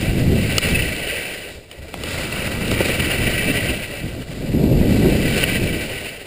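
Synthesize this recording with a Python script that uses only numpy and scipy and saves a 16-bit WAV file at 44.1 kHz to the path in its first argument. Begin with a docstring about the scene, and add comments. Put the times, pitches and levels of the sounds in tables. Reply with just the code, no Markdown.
"""On a bristle-mat dry ski slope: three turns, heard close up from a camera worn on the skier's body.
Wind buffets the microphone as the skier swings through the fall line. Underfoot the skis rumble over
the ribs of the mat, hiss sideways, brush the grass at its side, and now and then clack and slap down.
The edges flick thousands of stiff plastic bristles, biting, skipping and squeaking as they go.
The camera holds each of its 12000 samples a second, which adds a glassy fizz."""
import sys
import numpy as np
from scipy import signal
from scipy.fft import rfft, irfft, next_fast_len
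from scipy.io import wavfile
from scipy.ndimage import uniform_filter1d, map_coordinates

SR = 44100
rng = np.random.default_rng(int(sys.argv[2]) if len(sys.argv) > 2 else 0)


def dump_mix(stems):
    """Bounce the given channels to the path in sys.argv[1] as a 16-bit WAV at rate SR."""
    frames = np.atleast_2d(stems).T  # one column per channel
    limited = np.clip(frames, -1, 1)  # hard clip at full scale
    pcm = np.round(limited * 32767).astype(np.int16)
    wavfile.write(sys.argv[1], SR, pcm)


N = 276066
TIME = np.arange(N) / SR


def undb(db):
    """Decibels to gain."""
    return 10 ** (np.asarray(db) / 20)


def unit(x):
    """Scale to rms 1."""
    return x / np.sqrt(np.mean(x ** 2))


def curve(table):
    """A control joined by straight lines in time."""
    return np.interp(TIME, *np.transpose(table))


def bump(centre_s, width_s):
    """A smooth hump of height 1, width_s wide at half height."""
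    return np.exp(-np.log(2) * (2 * (TIME - centre_s) / width_s) ** 2)


def add(out, start_s, sound, peak_db):
    """Mix a sound in at start_s with the given peak."""
    part = out[int(start_s * SR):][:len(sound)]
    part += (sound * undb(peak_db) / np.abs(sound).max())[:len(part)]


def colour(x, points):
    """Causal filter through the given (freq_hz, gain_db) points."""
    size = next_fast_len(len(x) // 2 + 4096) * 2
    hz, db = np.transpose(points)
    bin_hz = np.arange(size // 2 + 1) * SR / size
    gain_db = np.interp(np.log(bin_hz + 1), np.log(hz), db)
    cepstrum = irfft(np.log(undb(gain_db)))
    cepstrum[1:size // 2] *= 2  # fold onto positive time for minimum phase
    cepstrum[size // 2 + 1:] = 0
    return irfft(rfft(x, size) * np.exp(rfft(cepstrum)))[:len(x)]


def resonate(x, hz, width_hz):
    """Two-pole resonance, gain 1 at the centre."""
    return signal.lfilter(*signal.iirpeak(hz, hz / width_hz, fs=SR), x)


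def walk(rate_hz):
    """Smooth random motion of rms 1 through rate_hz values a second."""
    knots = rng.standard_normal(4096)
    return unit(map_coordinates(knots, [TIME * rate_hz], order=2, mode="wrap"))


def flutter(rate_hz, depth_db):
    """A wavering gain that keeps the mean power."""
    return unit(undb(depth_db * walk(rate_hz)))


def flicks(per_second, spread_db):
    """Dense clicks of uneven size, as of bristles snapping free."""
    hit = rng.random(N) < per_second / SR
    sign = rng.choice([-1, 1], N)
    size_db = spread_db * np.clip(rng.standard_normal(N), -2, 2)
    return unit(hit * sign * undb(size_db))


def puffs(points, rate_hz, depth_db):
    """Uneven eddies that even out over a fraction of a second."""
    eddies = colour(rng.standard_normal(N) * flutter(rate_hz, depth_db), points)
    return eddies / np.sqrt(uniform_filter1d(eddies ** 2, size=SR // 8))


# air flow at the microphone, swelling through the fall line: time_s, level_db (0 is full flow)
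AIR_FLOW = [(0.0, -9.5), (0.33, -0.5), (0.61, -14.0), (0.71, -6.0), (1.08, -23.0), (1.76, -38.5),
            (1.92, -29.0), (2.0, -19.0), (2.73, -11.0), (3.68, -12.0), (3.88, -23.5), (4.27, -20.0),
            (4.62, -1.5), (5.01, -2.5), (5.75, -11.5), (6.26, -36.0)]
# gusts striking the microphone: centre_s, buffet_rise_db, push_rise_db, width_s
MIC_GUSTS = [(.09, 0.5, 7.5, .06), (0.505, 3, 3.5, .06), (.78, -0.5, 5.5, 0.32), (1.56, 7, 10, .08),
             (1.812, 6, 17, 0.091), (2.703, 4, 6, 0.075), (3.257, 3, 6.5, 0.12), (3.507, 7, 5, 0.067),
             (3.706, 6.5, 10, 0.035), (4.055, 12, 12, 0.056), (4.178, 11, 0, 0.045), (4.8, 0, 8, 0.069),
             (5.067, 4, 4, .08), (5.645, 4.5, 5.5, 0.085)]
# small eddies right at the microphone port: freq_hz, gain_db
BUFFET_SPECTRUM = [(30, -27), (70, -3.5), (115, 2), (210, -1), (340, -6.5), (500, -15), (700, -27.5),
                   (1100, -42.5), (3000, -66)]
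# the deep push of large eddies: freq_hz, gain_db
PUSH_SPECTRUM = [(6, -28), (14, 4.5), (25, -6.5), (45, 0.5), (75, 1), (110, -6.5), (200, -34.5), (600, -59)]


def wind():
    """Small eddies flap at the microphone port; large ones push on it slowly."""
    flow_db = curve(AIR_FLOW)
    gusty_db = flow_db + 0.67 * walk(rate_hz=15)
    buffet_db = -13.5 + gusty_db + sum(db * bump(s, width) for s, db, _, width in MIC_GUSTS)
    push_db = -22 + 0.8 * gusty_db + sum(db * bump(s, width) for s, _, db, width in MIC_GUSTS)
    # the small eddies rise in pitch with the flow and as the skier gathers speed
    octaves = 0.0146 * flow_db + 0.057 * TIME
    eddies = puffs(BUFFET_SPECTRUM, rate_hz=80, depth_db=1.5)
    buffet = map_coordinates(eddies, [np.cumsum(2 ** octaves)], order=3, mode="mirror")
    push = puffs(PUSH_SPECTRUM, rate_hz=41, depth_db=0.7)
    return buffet * undb(buffet_db) + push * undb(push_db)


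# grass at the side of the mat: freq_hz, gain_db
GRASS_SPECTRUM = [(400, -17), (850, -2), (1100, -4), (1400, 4), (1750, -5.5), (3000, -18)]


def grass(enter_s=2.145, leave_s=3.15, rise_db_per_s=75, fall_db_per_s=15):
    """Stalks swish under the outer ski in the second turn: a quick entry, a hold and a slow exit."""
    before_db = rise_db_per_s * np.maximum(enter_s - TIME, 0)
    after_db = fall_db_per_s * np.maximum(TIME - leave_s, 0)
    swish = unit(colour(flicks(per_second=3000, spread_db=8), GRASS_SPECTRUM))
    return swish * undb(-36 - before_db - after_db)


# the skis drumming underfoot: freq_hz, gain_db
RUMBLE_SPECTRUM = [(40, -6.5), (200, -10.5), (400, 0), (600, -0.5), (700, -5), (820, -13.5), (1100, -21),
                   (2000, -43.5)]


def rumble(edging_db, flow_db):
    """Ribs of the mat drum on the skis, harder with load and with speed, which the air flow follows."""
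    drumming = unit(colour(flicks(per_second=1500, spread_db=3), RUMBLE_SPECTRUM))
    level_db = -26 + 0.41 * edging_db + 0.19 * flow_db
    return drumming * flutter(rate_hz=49, depth_db=0.5) * undb(level_db)


# the skier changes edges and a turn begins: start_s
TURN_STARTS = [-0.24, 1.92, 4.26]
# the skis slip sideways: centre_s, rise_db, width_s
SIDE_SLIPS = [(0.642, 2.5, .11), (1.55, 4.5, 0.073), (2.15, 3.5, 0.21), (2.88, 4, .07), (4.22, 1.5, .2),
              (4.948, 2.5, 0.12), (5.39, 2.5, .1)]
# hiss of the bases, a leg's length below the microphone: freq_hz, gain_db
SKID_SPECTRUM = [(300, -17), (750, -4.5), (1080, -5.5), (1450, 0), (2600, -2), (3400, 1), (3900, 3),
                 (4400, 1.5), (4950, 2), (5500, -6), (6000, -8.5)]


def skid(edging_db, flow_db, fade_db_per_s=0.94):
    """The bases slide over the bristle tips with a gritty hiss, louder with load and speed."""
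    starts = np.array(TURN_STARTS)
    turn_age_s = TIME - starts[np.searchsorted(starts, TIME) - 1]
    turn_age_s = uniform_filter1d(turn_age_s, size=SR // 8)  # ease the change of edges
    carve_db = -fade_db_per_s * turn_age_s  # each turn starts as a skid and settles into a carve
    slip_db = sum(db * bump(s, width) for s, db, width in SIDE_SLIPS)
    level_db = -26.5 + 0.66 * edging_db + 0.082 * flow_db
    hiss = unit(colour(flicks(per_second=7000, spread_db=1), SKID_SPECTRUM))
    return hiss * undb(level_db + slip_db + carve_db)


def contact(rattle_s, rattle_gain):
    """One sharp blow, then a rattle that falls 17 dB every rattle_s."""
    t = np.arange(2048) / SR
    return (t == 0) + rattle_gain * rng.standard_normal(len(t)) * np.exp(-2 * t / rattle_s)


# a ski lands on the mat: start_s, peak_db, pitch_hz
SKI_SLAPS = [(0.5823, -15, 480), (1.942, -17, 740), (2.04, -18.5, 450), (2.717, -13, 557),
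             (2.8063, -7, 540), (2.8118, -8.5, 500), (2.858, -10.5, 450), (2.893, -15, 560)]
# the dull tone of a landing: freq_hz, gain_db
SLAP_SPECTRUM = [(80, -2), (330, 4), (700, -7.5), (950, -10), (1600, -12), (5000, -11)]


def slaps():
    """A ski slaps down on the mat with a short, dull thud."""
    out = np.zeros(N)
    for start_s, peak_db, pitch_hz in SKI_SLAPS:
        thud = resonate(contact(rattle_s=0.0073, rattle_gain=0.059), pitch_hz, width_hz=170)
        add(out, start_s, colour(thud, SLAP_SPECTRUM), peak_db)
    return out


# skis, bindings and poles knock close to the microphone: start_s, peak_db, pitch_hz, rattle_s
GEAR_CLACKS = [(0.5819, 0.4, 4170, 0.0026), (0.5833, -8, 2950, .004), (.9645, -15, 3300, .003),
               (1.714, -20, 2660, 0.0054), (1.9408, -15.5, 2160, 0.008), (2.0365, -13.5, 3670, 0.0035),
               (2.6812, -15.5, 3500, 0.0033), (2.714, -11, 3400, 0.0034)]
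# a blow heard through plastic and boot, without the highest treble: freq_hz, gain_db
BLOW_SPECTRUM = [(300, -9), (900, 3.5), (4700, -2), (5400, 1.5), (6200, -28), (9000, -41)]
# ring of the hard gear: pitch_hz, width_hz, level_db
GEAR_RING = [(1300, 170, -3), (2900, 140, 6.5), (4460, 120, -4)]


def clacks(crack_db=2, crack_width_hz=1300):
    """Each hard blow cracks at its own pitch and sets the gear ringing."""
    out = np.zeros(N)
    for start_s, peak_db, pitch_hz, rattle_s in GEAR_CLACKS:
        blow = colour(contact(rattle_s, rattle_gain=0.15), BLOW_SPECTRUM)
        ring = sum(undb(db) * resonate(blow, hz, width) for hz, width, db in GEAR_RING)
        crack = resonate(blow, pitch_hz, crack_width_hz)
        crack = resonate(crack, pitch_hz, 2 * crack_width_hz)
        add(out, start_s, ring + undb(crack_db) * crack, peak_db)
    return out


# an edge grabs the plastic: centre_s, peak_db, pitch_hz, length_s
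EDGE_SQUEAKS = [(.572, -20, 2800, 0.0072), (0.64, -10.5, 2800, 0.0029), (.823, -15.5, 2900, 0.004),
                (2.3255, -19, 2685, .005), (3.116, -12, 2850, 0.0037), (5.4403, -5.5, 2780, 0.0038)]


def squeaks():
    """An edge sticks and slips for a few cycles, making a brief tone."""
    return sum(undb(db) * np.exp(-(2 * (TIME - s) / length) ** 2) * np.sin(2 * np.pi * hz * TIME)
               for s, db, hz, length in EDGE_SQUEAKS)


def zings(per_second=70, centre_hz=2550, range_octaves=0.55, length_s=0.016, spread_db=2.5):
    """Single tufts catch on the edge and sing briefly, each at its own pitch."""
    out = np.zeros(N)
    t = np.arange(2048) / SR
    swell = np.exp(-(2 * (t - t.mean()) / length_s) ** 2)
    tufts = rng.random((2000, 3))
    for when, pitch, size in tufts[:int(per_second * N / SR)]:
        hz = centre_hz * 2 ** (range_octaves * (pitch - 0.5))
        peak_db = -spread_db * np.log(1 - size)  # a few tufts stand out
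        add(out, when * N / SR, swell * np.sin(2 * np.pi * hz * t), peak_db)
    return unit(out)


# an edge bites (+) or skips (-): centre_s, change_db, width_s
EDGE_BITES = [(0.199, 5.5, 0.021), (0.508, 3.5, 0.017), (0.605, -10.5, 0.022), (1.435, 3, .025),
              (1.675, -7.5, 0.074), (1.723, 5, 0.05), (1.887, 7, 0.012), (2.024, -2, .028),
              (2.301, -5, 0.052), (2.327, 2, .02), (2.52, 7.5, 0.013), (2.978, -4, .023),
              (3.002, 5.5, 0.012), (3.112, 2.9, 0.048), (3.277, 2.5, 0.011), (3.575, 4.5, 0.022),
              (3.701, 5, 0.014), (3.84, 5, 0.02), (4.219, 4.5, 0.024), (4.26, -5, .04), (4.327, 3, .03),
              (5.383, 5.5, 0.012), (5.436, 7.5, 0.012), (5.458, -3, 0.02), (5.5, 6.5, .03),
              (5.562, 5.5, 0.031), (5.584, 0, 0.015), (5.636, 4.5, 0.019)]


def jolts():
    """Gain from quick changes of edge pressure: bites, skips and chance bumps in the mat."""
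    bite_db = sum(db * bump(s, width) for s, db, width in EDGE_BITES)
    gain = undb(bite_db + 0.2 * walk(rate_hz=36))
    # bites and skips change the scrape briefly while its average loudness stays the same
    return gain / np.sqrt(uniform_filter1d(gain ** 2, size=SR // 6))


def chatter():
    """Gain from the edges shuddering over the ribs of the mat."""
    return flutter(rate_hz=70, depth_db=1.18) * flutter(rate_hz=300, depth_db=0.78)


# ring of the scraped bristles: pitch_hz, width_hz, level_db
BRISTLE_RING = [(1538, 78, -5), (1964, 87, 0), (2320, 76, 0), (2635, 78, 0), (2823, 214, -3),
                (3117, 160, -4.5)]
# tone of the edges, a leg's length below the microphone: freq_hz, gain_db
EDGE_SPECTRUM = [(600, -29.5), (1100, -4), (1500, -1), (2000, 2), (2950, 0.5), (3400, -10.5), (5500, -11)]


def scrape(edging_db):
    """Each group of bristles rings at its own pitch as the edge flicks it, with zings mixed in."""
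    ring = sum(undb(db) * resonate(flicks(per_second=5000, spread_db=4), hz, width)
               for hz, width, db in BRISTLE_RING)
    bristles = unit(colour(ring, EDGE_SPECTRUM))
    return unit(bristles + undb(-10) * zings()) * undb(-21.5 + edging_db)


# how hard the edges press into the mat through the turns: time_s, level_db (0 is full pressure)
EDGE_PRESSURE = [(0.0, -8.0), (0.31, -14.0), (0.42, -7), (0.68, -1.5), (0.97, -6.5), (1.2, -4), (1.5, -16),
                 (1.59, -27), (1.92, -21.5), (2.08, -10.5), (2.46, -6.0), (2.57, -11), (2.81, -2),
                 (3.36, -2.0), (3.64, -2.5), (4.23, -21), (4.66, -18), (5.43, 0.0), (5.73, -7), (6.08, -9),
                 (6.26, -19.5)]


def scene():
    """Skis and wind at one body-worn microphone, the same in both ears."""
    edging_db, flow_db = curve(EDGE_PRESSURE), curve(AIR_FLOW)
    jolt, shudder = jolts(), chatter()
    # the edges follow every change of pressure, the flat bases less so
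    edges = jolt * shudder * scrape(edging_db) + squeaks()
    bases = jolt ** 0.61 * shudder ** 0.8 * (skid(edging_db, flow_db) + grass())
    drumming = (jolt * shudder) ** 0.54 * rumble(edging_db, flow_db)
    mono = edges + bases + drumming + clacks() + slaps() + wind()
    return np.array([mono, mono])


def record(dry):
    """The camera samples slowly, clips peaks and holds each value, mirroring the sound about its rate."""
    hold_hz, top_hz = 12000, 15150
    slow = signal.resample_poly(dry, hold_hz, SR, axis=1)
    steps = np.repeat(np.clip(slow, -0.75, 0.75), 4, axis=1)
    held = signal.resample_poly(steps, SR, 4 * hold_hz, axis=1)
    lowpass = signal.ellip(10, 0.2, 70, top_hz, fs=SR, output="sos")
    return signal.sosfilt(lowpass, held)


dry = scene()
out = record(dry)
dump_mix(out)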